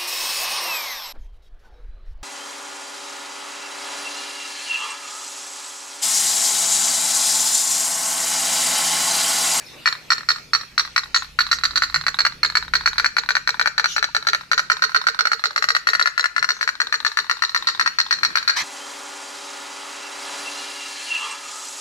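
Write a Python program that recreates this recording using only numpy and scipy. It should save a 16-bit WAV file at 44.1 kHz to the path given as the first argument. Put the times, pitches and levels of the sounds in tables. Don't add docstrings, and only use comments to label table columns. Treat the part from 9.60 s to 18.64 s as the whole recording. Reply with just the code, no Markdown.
import sys
import numpy as np
from scipy import signal
from scipy.fft import rfft, irfft, next_fast_len
from scipy.io import wavfile
from scipy.ndimage import uniform_filter1d, minimum_filter1d, map_coordinates

SR = 44100
rng = np.random.default_rng(int(sys.argv[2]) if len(sys.argv) > 2 else 0)


def bounce(signal):
    frames = np.transpose(np.atleast_2d(signal))
    limited = np.clip(frames, -1, 1)
    pcm = np.round(limited * 32767).astype(np.int16)
    wavfile.write(sys.argv[1], SR, pcm)


def linear_from_db(decibels):
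    return 10 ** (np.asarray(decibels, float) / 20)


N = 398523
RING = SR // 16


def unit(x):
    return x / np.sqrt(np.mean(x ** 2) + 1e-20)


def along(points, hz):
    f, v = np.transpose(points)
    return np.interp(np.log(hz + 1), np.log(f + 1), v)


def curves(rows, s=None, outside=None):
    at, *cols = np.transpose(rows)
    s = np.arange(N) / SR if s is None else s
    return [np.interp(s, at, c, outside, outside) for c in cols]


def drift(rate, s, count):
    knots = rng.standard_normal((count, int(N * rate / SR) + 4))
    return np.array([map_coordinates(k, [s * rate + 1]) for k in knots])


def noise(gain, alike, patchy_db=0):
    z = signal.stft(rng.standard_normal((2, N)), nperseg=512)[2]
    field = uniform_filter1d(rng.standard_normal(z.shape[1:]), size=6, axis=0)
    field = uniform_filter1d(field, size=12, axis=1)
    pair = signal.istft(z * linear_from_db(patchy_db * unit(field)), nperseg=512)[1][:, :N]
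    m = next_fast_len(N + 8192)
    a, b = irfft(rfft(pair, m) * gain(np.fft.rfftfreq(m, 1 / SR)), m)[:, :N]
    turn = np.arccos(np.clip(alike, -1, 1)) / 2
    middle, difference = np.cos(turn) * a, np.sin(turn) * b
    return unit(np.array([middle + difference, middle - difference]))


def resonance(hz, centre_hz, width_hz):
    return np.abs(hz * width_hz / (centre_hz ** 2 - hz ** 2 + 1j * hz * width_hz))


def ring(modes, t, shift, level_db, phase, attack, damping):
    hz, db, t60 = (c[:, None] for c in np.transpose(modes))
    t = np.maximum(t, 0)
    fade = linear_from_db(db + level_db[..., None] - 60 * damping * t[:, None] / t60)
    waves = (fade * np.sin(2 * np.pi * hz * shift * t[:, None] + phase[..., None])).sum(1)
    return waves * (1 - np.exp(-(t / attack) ** 2)) * (1 + 0.49 * np.exp(-t / 0.0052))


# time in seconds, wind level in dB, air level in dB.
STREET_LEVELS = [
    (0.0, -68, -47),
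    (0.88, -65, -53),
    (3.14, -54, -55),
    (3.82, -64, -57),
    (7.53, -69, -56.5),
    (9.04, -66, -51),
]
# time in seconds, firing rate in Hz, low orders in dB, upper orders in dB.
ENGINE_HUM = [(0, 30.05, -73, -77), (.4, 30.78, -69, -68), (1.5, 31.98, -60, -70.5),
              (1.9, 32.24, -52.5, -65.5), (2.4, 32.9, -54, -69), (2.8, 33.45, -60, -66),
              (3.1, 33.68, -50, -65), (3.4, 33.87, -53, -67.5), (3.6, 33.95, -62, -69),
              (4.6, 34.1, -70, -71.5), (5.2, 33.55, -67, -71), (5.6, 30.96, -80, -77.5)]
# multiple of the firing rate, level in dB.
ENGINE_ORDERS = [(4, 1), (5, 2), (6, -7), (7, -8), (8, -9)]
# frequency in Hz, level in dB per Hz.
WIND_SPECTRUM = [(15, -4), (33, 10), (55, 9), (120, 0.5), (250, -53)]
# frequency in Hz, level in dB per Hz.
AIR_SPECTRUM = [(35, -33), (60, -8.5), (176, -3), (593, -7), (666, -9.5), (1470, -12), (2470, -3.5),
                (2840, -7.5), (4750, -10.5), (5210, -10.5), (7570, -21.5), (13900, -27), (16000, -35)]


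def street():
    wind_db, air_db = curves(STREET_LEVELS)
    firing_hz = curves(ENGINE_HUM)[0]
    _, low_db, upper_db = curves(list(ENGINE_HUM) + [(8.7, 0, -100, -100)])
    turn = 2 * np.pi * np.cumsum(firing_hz) / SR
    sway = drift(5, np.arange(N) / SR, count=len(ENGINE_ORDERS) + 2)
    low = np.sin(2 * turn + 1.1 * sway[0]) + 0.71 * np.sin(turn + 0.38 * sway[1])
    hum = linear_from_db(low_db + 4.5) * low
    for (multiple, db), w in zip(ENGINE_ORDERS, sway[2:]):
        hum += linear_from_db(upper_db + 10 + db + 2 * w) * np.sin(multiple * turn + 1.05 * w)
    wind = noise(lambda hz: linear_from_db(along(WIND_SPECTRUM, hz)), alike=0.9)
    air = noise(lambda hz: linear_from_db(along(AIR_SPECTRUM, hz)), alike=0.49, patchy_db=3.5)
    return linear_from_db(wind_db + 3.5) * wind + hum * linear_from_db([[-1], [1]]) + linear_from_db(air_db + 5.5) * air


# start in seconds, length in seconds, centre in Hz, bandwidth in Hz, level in dB.
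FAINT_EVENTS = [
    (0.064, 0.039, 5200, 200, -43),
    (1.544, 0.098, 6800, 800, -31.5),
    (1.915, 0.071, 5550, 1490, -26.5),
    (2.327, 0.35, 145, 61, -45.5),
    (6.938, 0.095, 6200, 600, -44),
    (4.488, 0.015, 910, 120, -35.5),
]


def faint():
    t, out = np.arange(N) / SR, 0
    for s, length, hz, width, db in FAINT_EVENTS:
        swell = np.sin(np.pi * np.clip((t - s) / length, 0, 1) ** 0.28)
        out = out + linear_from_db(db) * swell * noise(lambda f: resonance(f, hz, width) ** 2, alike=0.94)
    return out


# time in seconds, level in dB.
SHUFFLE_LEVEL = [
    (8.958, -36),
    (8.968, -20),
    (9.0, -21),
    (9.02, -25.5),
    (9.04, -34),
]
# frequency in Hz, level in dB per Hz.
CLOTH_SPECTRUM = [(120, -59), (200, -39), (569, -30), (1080, -6.5), (1480, -11), (2090, -7), (2860, -19),
                  (4430, -8), (9750, -34.5), (14600, -41), (16000, -61)]


def shuffle():
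    level_db, = curves(SHUFFLE_LEVEL, outside=-120)
    lumps = linear_from_db(1.9 * drift(180, np.arange(N) / SR, count=1))
    rub = noise(lambda hz: linear_from_db(along(CLOTH_SPECTRUM, hz)), alike=0.37, patchy_db=3.5)
    return linear_from_db(level_db) * lumps * rub


# time in seconds, level in dB, squeak frequency in Hz.
SCRAPE_PATH = [
    (4.265, -45, 5730),
    (4.29, -36, 5700),
    (4.32, -33, 6060),
    (4.335, -34, 6680),
    (4.355, -40, 6800),
    (4.37, -41, 6950),
]
# frequency in Hz, level in dB per Hz.
WIRE_SPECTRUM = [(1180, -56), (2000, -26), (2320, -28), (2890, -11), (5140, -14), (5760, -5), (8520, -35),
                 (11700, -28), (14000, -48)]


def scrape():
    level_db, _ = curves(SCRAPE_PATH, outside=-120)
    squeak_hz = curves(SCRAPE_PATH)[1]
    t = np.arange(N) / SR
    grit = noise(lambda hz: linear_from_db(along(WIRE_SPECTRUM, hz)), alike=0.14, patchy_db=-2.5)
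    shake = drift(150, t, count=3)
    squeal = 0.5 * np.sin(2 * np.pi * 2900 * t + 1.9 * shake[0])
    octave = 0.3 * np.sin(2 * np.pi * 5780 * t + .9 * shake[1])
    squeak = 0.61 * np.sin(2 * np.pi * np.cumsum(squeak_hz) / SR + 0.86 * shake[2])
    return linear_from_db(level_db + 3.0) * (grit + squeal + octave + squeak)


# frequency in Hz, decay time t60 in seconds.
PORCH_DECAY = [(400, 0.25), (1500, 0.32), (4500, 0.34), (9000, 0.42), (15000, 0.068)]


def porch(x):
    out, step = np.zeros((2, N + SR)), SR // 5
    for start in range(0, N, step):
        hz, t, z = signal.stft(rng.standard_normal((2, SR // 3)), SR, nperseg=256)
        decay = linear_from_db(-60 * t / along(PORCH_DECAY, hz)[:, None])
        tail = signal.istft(z * decay, SR, nperseg=256)[1]
        wet = signal.fftconvolve(x[:, start:start + step], tail / np.linalg.norm(tail[0]), axes=1)
        out[:, start + 200:][:, :wet.shape[1]] += wet
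    return out[:, :N]


# first snap in seconds, snap level in dB, tin ring
# in dB, letters (one a steam cycle: x snaps; e, t, l tick early, on time, late; . stays silent).
RHYTHM_BARS = [(0.2577, -4, -1, "xe..xl.xt.."), (0.9335, -7, 3.5, "xl..xt."), (1.3617, -10.5, 5, "xt.xl.."),
               (1.7887, -6, 3, "xl"), (1.914, -7, 1.5, "xtxt"), (2.1573, -8, 3, "xxlxexl"),
               (2.588, -5, -3.5, "xx.."), (2.8312, -4, -4, "xext."), (3.1365, -3.5, -2.5, "xtxtxx."),
               (3.567, -7, -1.5, "xexx."), (3.8745, -6.5, -3.5, "xexx.xx."),
               (4.3636, -8.5, -2, "xx.xlxxl."), (4.9149, -6.5, -2, "xx.xe"), (5.2214, -3, -4, "xt"),
               (5.3462, -3.2, -4.5, "xexl"), (5.59, -7, -3, "xxxlxe"), (5.9609, -8.5, -1.8, "xxxx."),
               (6.2705, -3.5, -3.5, "xxxx."), (6.5778, -9, -3.5, "xx."), (6.7633, -10.5, -1.5, "xxxl"),
               (7.0109, -10, -0.5, "xx."), (7.2016, -9.5, -0.6, "xexlxe"), (7.5718, -7.5, -1.5, "xtxtxt"),
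               (7.9465, -8.5, 1.2, "xlxl"), (8.1959, -7.5, -0.5, "xx."), (8.386, -8.5, 0.3, "xlxlxt"),
               (8.7549, -4, -1, "xtx.")]
# time in seconds, rattle in dB under the snap.
RATTLE_LEVEL = [(0.3, -6), (1.5, -3), (1.9, -19), (2.4, -19), (2.7, -10), (3.2, -15.5), (3.9, -14.5),
                (5.6, -15.5), (6, -9.5), (7.3, -7), (8.3, -8), (8.8, -10)]
CYCLE_MS, HURRY_MS, REFILL_MS = 61.5, 1.055, 63.3
BACK_MS, BACK_GROWS_MS_PER_S, SPENT_MS = 16.2, 0.1448, -1.837
OVERDUE = .8
SECOND_DB, SECOND_TIN_DB, SECOND_RATTLE_DB = 0.26, -2, -18


def strokes():
    times, flags, rests, late_ms = [], [], [], [0]
    for bar, following in zip(RHYTHM_BARS, list(RHYTHM_BARS[1:]) + [None]):
        after = bar[-1].split("x")[1:]
        gaps_ms = [CYCLE_MS * (len(r) + 1) - HURRY_MS if r else REFILL_MS for r in after]
        gaps = np.cumsum([0] + gaps_ms) / 1000
        stretch = (following[0] - bar[0]) / gaps[-1] if following else 1
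        times += list(bar[0] + gaps[:-1] * stretch)
        late_ms += list(np.diff(gaps) * (stretch - 1) * 1000)
        run = 0
        for r in after:
            flags.append((run % 2, run > 0 and r > ""))
            run = 0 if r else run + 1
        rests += after
    s, (second, spent) = np.array(times), np.transpose(flags)
    db, tin_db = curves([bar[:-1] for bar in RHYTHM_BARS], s)
    rattle_db, = curves(RATTLE_LEVEL, s)
    back_ms = BACK_MS + BACK_GROWS_MS_PER_S * s + SPENT_MS * spent
    back_ms = back_ms - OVERDUE * np.clip(late_ms[:-1], 0, None)
    db, tin_db = db + SECOND_DB * second, tin_db + SECOND_TIN_DB * second
    return np.transpose([s, db, back_ms, tin_db, rattle_db + SECOND_RATTLE_DB * second]), rests


TICK_LEVEL = {"e": -14.5, "t": -16.5, "l": -15.5}
TICK_DELAY = {"e": 68.3, "t": 72.3, "l": 77.5}
# time in seconds, level in dB, tin ring in dB.
STRAY_TICKS = [
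    (0.632, -29.5, -3),
    (2.7222, -27, -2),
    (3.0803, -25, -1.2),
    (3.366, -33, 5),
    (6.6284, -23, -7),
    (7.153, -26.5, -3),
]
TICK_TIN_DB, AFTER_DB, AFTER_TIN_DB, AFTER_MS = 2, -8, -2.5, 24.5


def ticks():
    rows = list(STRAY_TICKS)
    for (s, db, _, tin_db, _), rest in zip(*strokes()):
        if rest[:1] in TICK_LEVEL:
            ms, tick_db = TICK_DELAY[rest[0]], db + TICK_LEVEL[rest[0]]
            chance = rng.standard_normal(4)
            rows.append((s + ms / 1000, tick_db + 1.45 * chance[0], tin_db + TICK_TIN_DB + 2 * chance[1]))
            trail = s + (ms + AFTER_MS + 1.5 * chance[2]) / 1000
            rows.append((trail, tick_db + AFTER_DB + 2 * chance[3], tin_db + AFTER_TIN_DB))
    return rows


def blows():
    rows = []
    for s, db, tin_db in ticks():
        rows.append((s, db + 0.14, db + tin_db + 0.5, 1, 0.887 + rng.normal(0, 0.054), 1.7))
    for s, db, back_ms, tin_db, rattle_db in strokes()[0]:
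        back = s + back_ms / 1000
        rows.append((s, db, db + tin_db, 1, 1, 1))
        rows.append((back, db - .6, db + tin_db + 0.12, -1, 1.012, 1.15))
        rows.append((back + 0.0125, db + rattle_db - 10, db + rattle_db + 2, 1, .93, 1.5))
    return np.array(rows)


# time in seconds, drum left-right in dB, upper drum in dB, tub air in dB.
BOAT_PLACE = [(0.2, 2, 1, -5.5), (0.75, -1, -4, -4.5), (1.3, 4.5, 3, -5.5), (2.1, -0.5, -2, -2),
              (2.949, -0.8, -6.5, -1.5), (4.05, 2.2, -4.5, 3), (4.6, 2, -1.7, 4), (5.15, -2, -5, 2.5),
              (5.7, -2.5, -9.5, 4.5), (6.4, 3, -4.5, -0.2), (7.35, 5, -3.5, -1), (8.45, 4, -2.5, -5.5),
              (9.0, 4.5, -6, -3)]
# frequency in Hz, level in dB, t60 in seconds.
TUB_AIR_MODES = [(349, -3, 0.025), (600, 0.5, 0.042)]


def tub_air(hits):
    out, t = np.zeros(N + SR), np.arange(RING) / SR
    for (s, db, _, direction, _, _), tub_db in zip(hits, curves(BOAT_PLACE, hits[:, 0])[-1]):
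        level_db = rng.normal(0, 2.0, (1, 2))
        thump = ring(TUB_AIR_MODES, t[None], 0.98, level_db, np.zeros((1, 2)), 0.0015, 0.86)[0]
        out[round(s * SR):][:RING] += direction * linear_from_db(db + tub_db - 31.5) * thump
    for s, db, back_ms, _, rattle_db in strokes()[0]:
        tub_db = curves(BOAT_PLACE, s)[-1]
        bubble = np.sin(2 * np.pi * 445 * np.exp(rng.normal(0, 0.032)) * t)
        bubble = bubble * (t / 0.0084) * np.exp(1 - t / 0.0074)
        start = round((s + back_ms / 1000 + .012) * SR)
        out[start:][:RING] += linear_from_db(db + 0.79 * rattle_db + 1.9 * tub_db - 29) * bubble
    return out[:N]


# frequency in Hz, level in dB, t60 in seconds.
DRUM_MODES = [(803, 4, 0.0049), (1248, -10.5, 0.026), (1486, -7, 0.029), (1408, 4.5, 0.018),
              (1590, 12, 0.0082), (1745, 1.5, 0.042), (1851, 2.5, 0.037), (2170, 4, 0.012),
              (2872, -14, 0.066)]
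# frequency in Hz, level in dB, t60 in seconds.
TIN_MODES = [(4070, -33.5, 0.0063), (4098, -3, 0.03), (4320, -19, 0.025), (4285, -5.5, 0.026),
             (4348, -4, 0.065), (5200, -10.5, 0.032), (5733, -11.5, 0.058), (6230, -28.5, 0.1),
             (6836, -28.5, 0.19), (7470, -20.5, 0.05)]
# frequency in Hz, level in dB, t60 in seconds.
KNOCK_MODES = [(1818, 8.5, 0.0042), (4340, 1, 0.012), (5700, -6.5, 0.0091)]
# delay in ms, level in dB.
WALL_ECHOES = [(1.3, -10.5), (2.4, -11.5), (3.7, -11.5), (5.4, -20.5), (7.6, -16), (10.5, -21.5)]
# frequency in Hz, level in dB per Hz.
CRACK_SPECTRUM = [(600, -77), (1500, 19.5), (3000, -2), (4500, 7.5), (7500, -29.5), (8000, -10.5),
                  (8500, -6), (9700, -29), (11500, -5.5), (12800, -60), (14200, -33), (15500, -50)]
# frequency in Hz, level in dB per Hz.
SIZZLE_SPECTRUM = [(2000, 7), (3200, 5.5), (5000, -46.5), (7400, -5), (8200, -2), (11500, -5.5),
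                   (14500, -3), (16000, -40)]
# time in seconds, lead in ms.
LEFT_LEAD = [(0.4, .21), (1.6, .25), (2.7, .26), (3.8, .305), (4.3, .33), (4.9, .335), (5.9, .4),
             (6.35, .45), (6.7, .41), (7.1, .345), (7.9, .335), (8.7, .35)]
DRUM_LEAD = 0.59
TIN_SIDE_DB, TIN_FOLLOWS, TIN_TURNS_DB_PER_S = -5.5, 0.63, 0.41


def boat(hits):
    s = hits[:, 0]
    lead_ms, = curves(LEFT_LEAD, s)
    drum_pan, upper_db, tub_db = curves(BOAT_PLACE, s)
    tin_pan = TIN_SIDE_DB + TIN_FOLLOWS * drum_pan + TIN_TURNS_DB_PER_S * s
    split, modes = len(DRUM_MODES), len(DRUM_MODES) + len(TIN_MODES)

    def both(rate, count):
        return drift(rate, s, count).T[:, None]

    def each(rate, count):
        return drift(rate, s, 2 * count).T.reshape((len(s), 2, -1))

    strength = 1.2 * both(2.2, modes) + .8 * each(2.2, modes)
    strength += .7 * rng.standard_normal((len(s), 1, modes))
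    phase = .3 * both(.9, modes) + .2 * each(.9, modes)
    phase += .15 * rng.standard_normal((len(s), 1, modes))
    tune = 1 + .007 * drift(1.5, s, modes).T + .003 * rng.standard_normal((len(s), modes))
    echo_ms, echo_db = np.transpose(WALL_ECHOES)
    echoes = echo_ms * np.exp(.11 * both(.9, len(echo_ms)) + .02 * each(.9, len(echo_ms)))
    puffs = noise(lambda hz: linear_from_db(along(CRACK_SPECTRUM, hz)), alike=0.088)
    steam = noise(lambda hz: linear_from_db(along(SIZZLE_SPECTRUM, hz)), alike=0.11, patchy_db=2.0)
    buzz = 1 + 0.77 * drift(500, np.arange(N) / SR, count=1)
    drum_hz = np.transpose(DRUM_MODES)[0]
    out, side = np.zeros((2, N + SR)), np.array([[.5], [-.5]])
    for i, (at, drum_db, tin_db, direction, pitch, damping) in enumerate(hits):
        start = round(at * SR) - 40
        span = slice(start, start + RING)
        t = (np.arange(RING) + start) / SR - at + side * lead_ms[i] / 1000
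        level, angle, shift = strength[i], phase[i], tune[i][:, None]
        colour = side * drum_pan[i] + upper_db[i] * (drum_hz > 1650) + .8 * (tub_db[i] + 3) * (drum_hz < 1320)
        drum_t = t - side * (1 - DRUM_LEAD) * lead_ms[i] / 1000
        drum = ring(DRUM_MODES, drum_t, pitch * shift[:split], level[:, :split] + colour,
                    angle[:, :split], 0.00041, damping)
        tin = ring(TIN_MODES, t - .0003, pitch ** .4 * shift[split:], level[:, split:] + side * tin_pan[i],
                   2 * angle[:, split:], 0.00021, damping)
        since = np.maximum(t.mean(0), 0)
        knock = sum(linear_from_db(db - 60 * since / t60) * np.sin(2 * np.pi * hz * pitch * since)
                    for hz, db, t60 in KNOCK_MODES)
        drum += knock * np.tanh(since / 0.00022)
        fade = linear_from_db(-60 * np.abs(t) / 0.031) * np.clip(t / 0.00098, 0, 1)
        crack = fade * linear_from_db(side * drum_pan[i]) * puffs[:, span]
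        sizzle = linear_from_db(-60 * np.abs(t) / 0.13) * np.clip(t / 0.0083, 0, 1) * steam[:, span]
        tin = tin * buzz[:, span] + 0.11 * sizzle
        direct = direction * (linear_from_db(drum_db - 8) * (drum + 0.67 * crack) + linear_from_db(tin_db - 7.0) * tin)
        out[:, span] += direct
        for ear in (0, 1):
            for ms, db in zip(echoes[i, ear], echo_db):
                out[ear, start + round(ms * SR / 1000):][:RING] += linear_from_db(db) * direct[ear]
    return signal.sosfilt(signal.butter(8, 880, "high", fs=SR, output="sos"), out[:, :N])


# time in seconds, distance gained from 0 to 1.
PHONE_AWAY = [
    (0, 0),
    (6.5, 0),
    (7.9, 0.5),
    (8.4, 0.32),
    (9.04, 0.35),
]


def scene():
    hits = blows()
    engine = boat(hits) + tub_air(hits)
    away, = curves(PHONE_AWAY)
    near = linear_from_db(-1.6 * away) * engine
    far = linear_from_db(-16 + 4.5 * away) * porch(engine)
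    return near + far + street() + scrape() + shuffle() + faint()


def roll_off(x):
    return signal.sosfilt(signal.butter(12, 16460, fs=SR, output="sos"), x)


def record(dry):
    need = np.minimum(1, .9 / (np.abs(dry).max(0) + 1e-9))
    held = uniform_filter1d(minimum_filter1d(need, size=161), size=81)
    soft = signal.sosfilt(signal.butter(8, 15200, fs=SR, output="sos"), dry * held)
    return roll_off(soft)


dry = scene()
out = record(dry)
bounce(out)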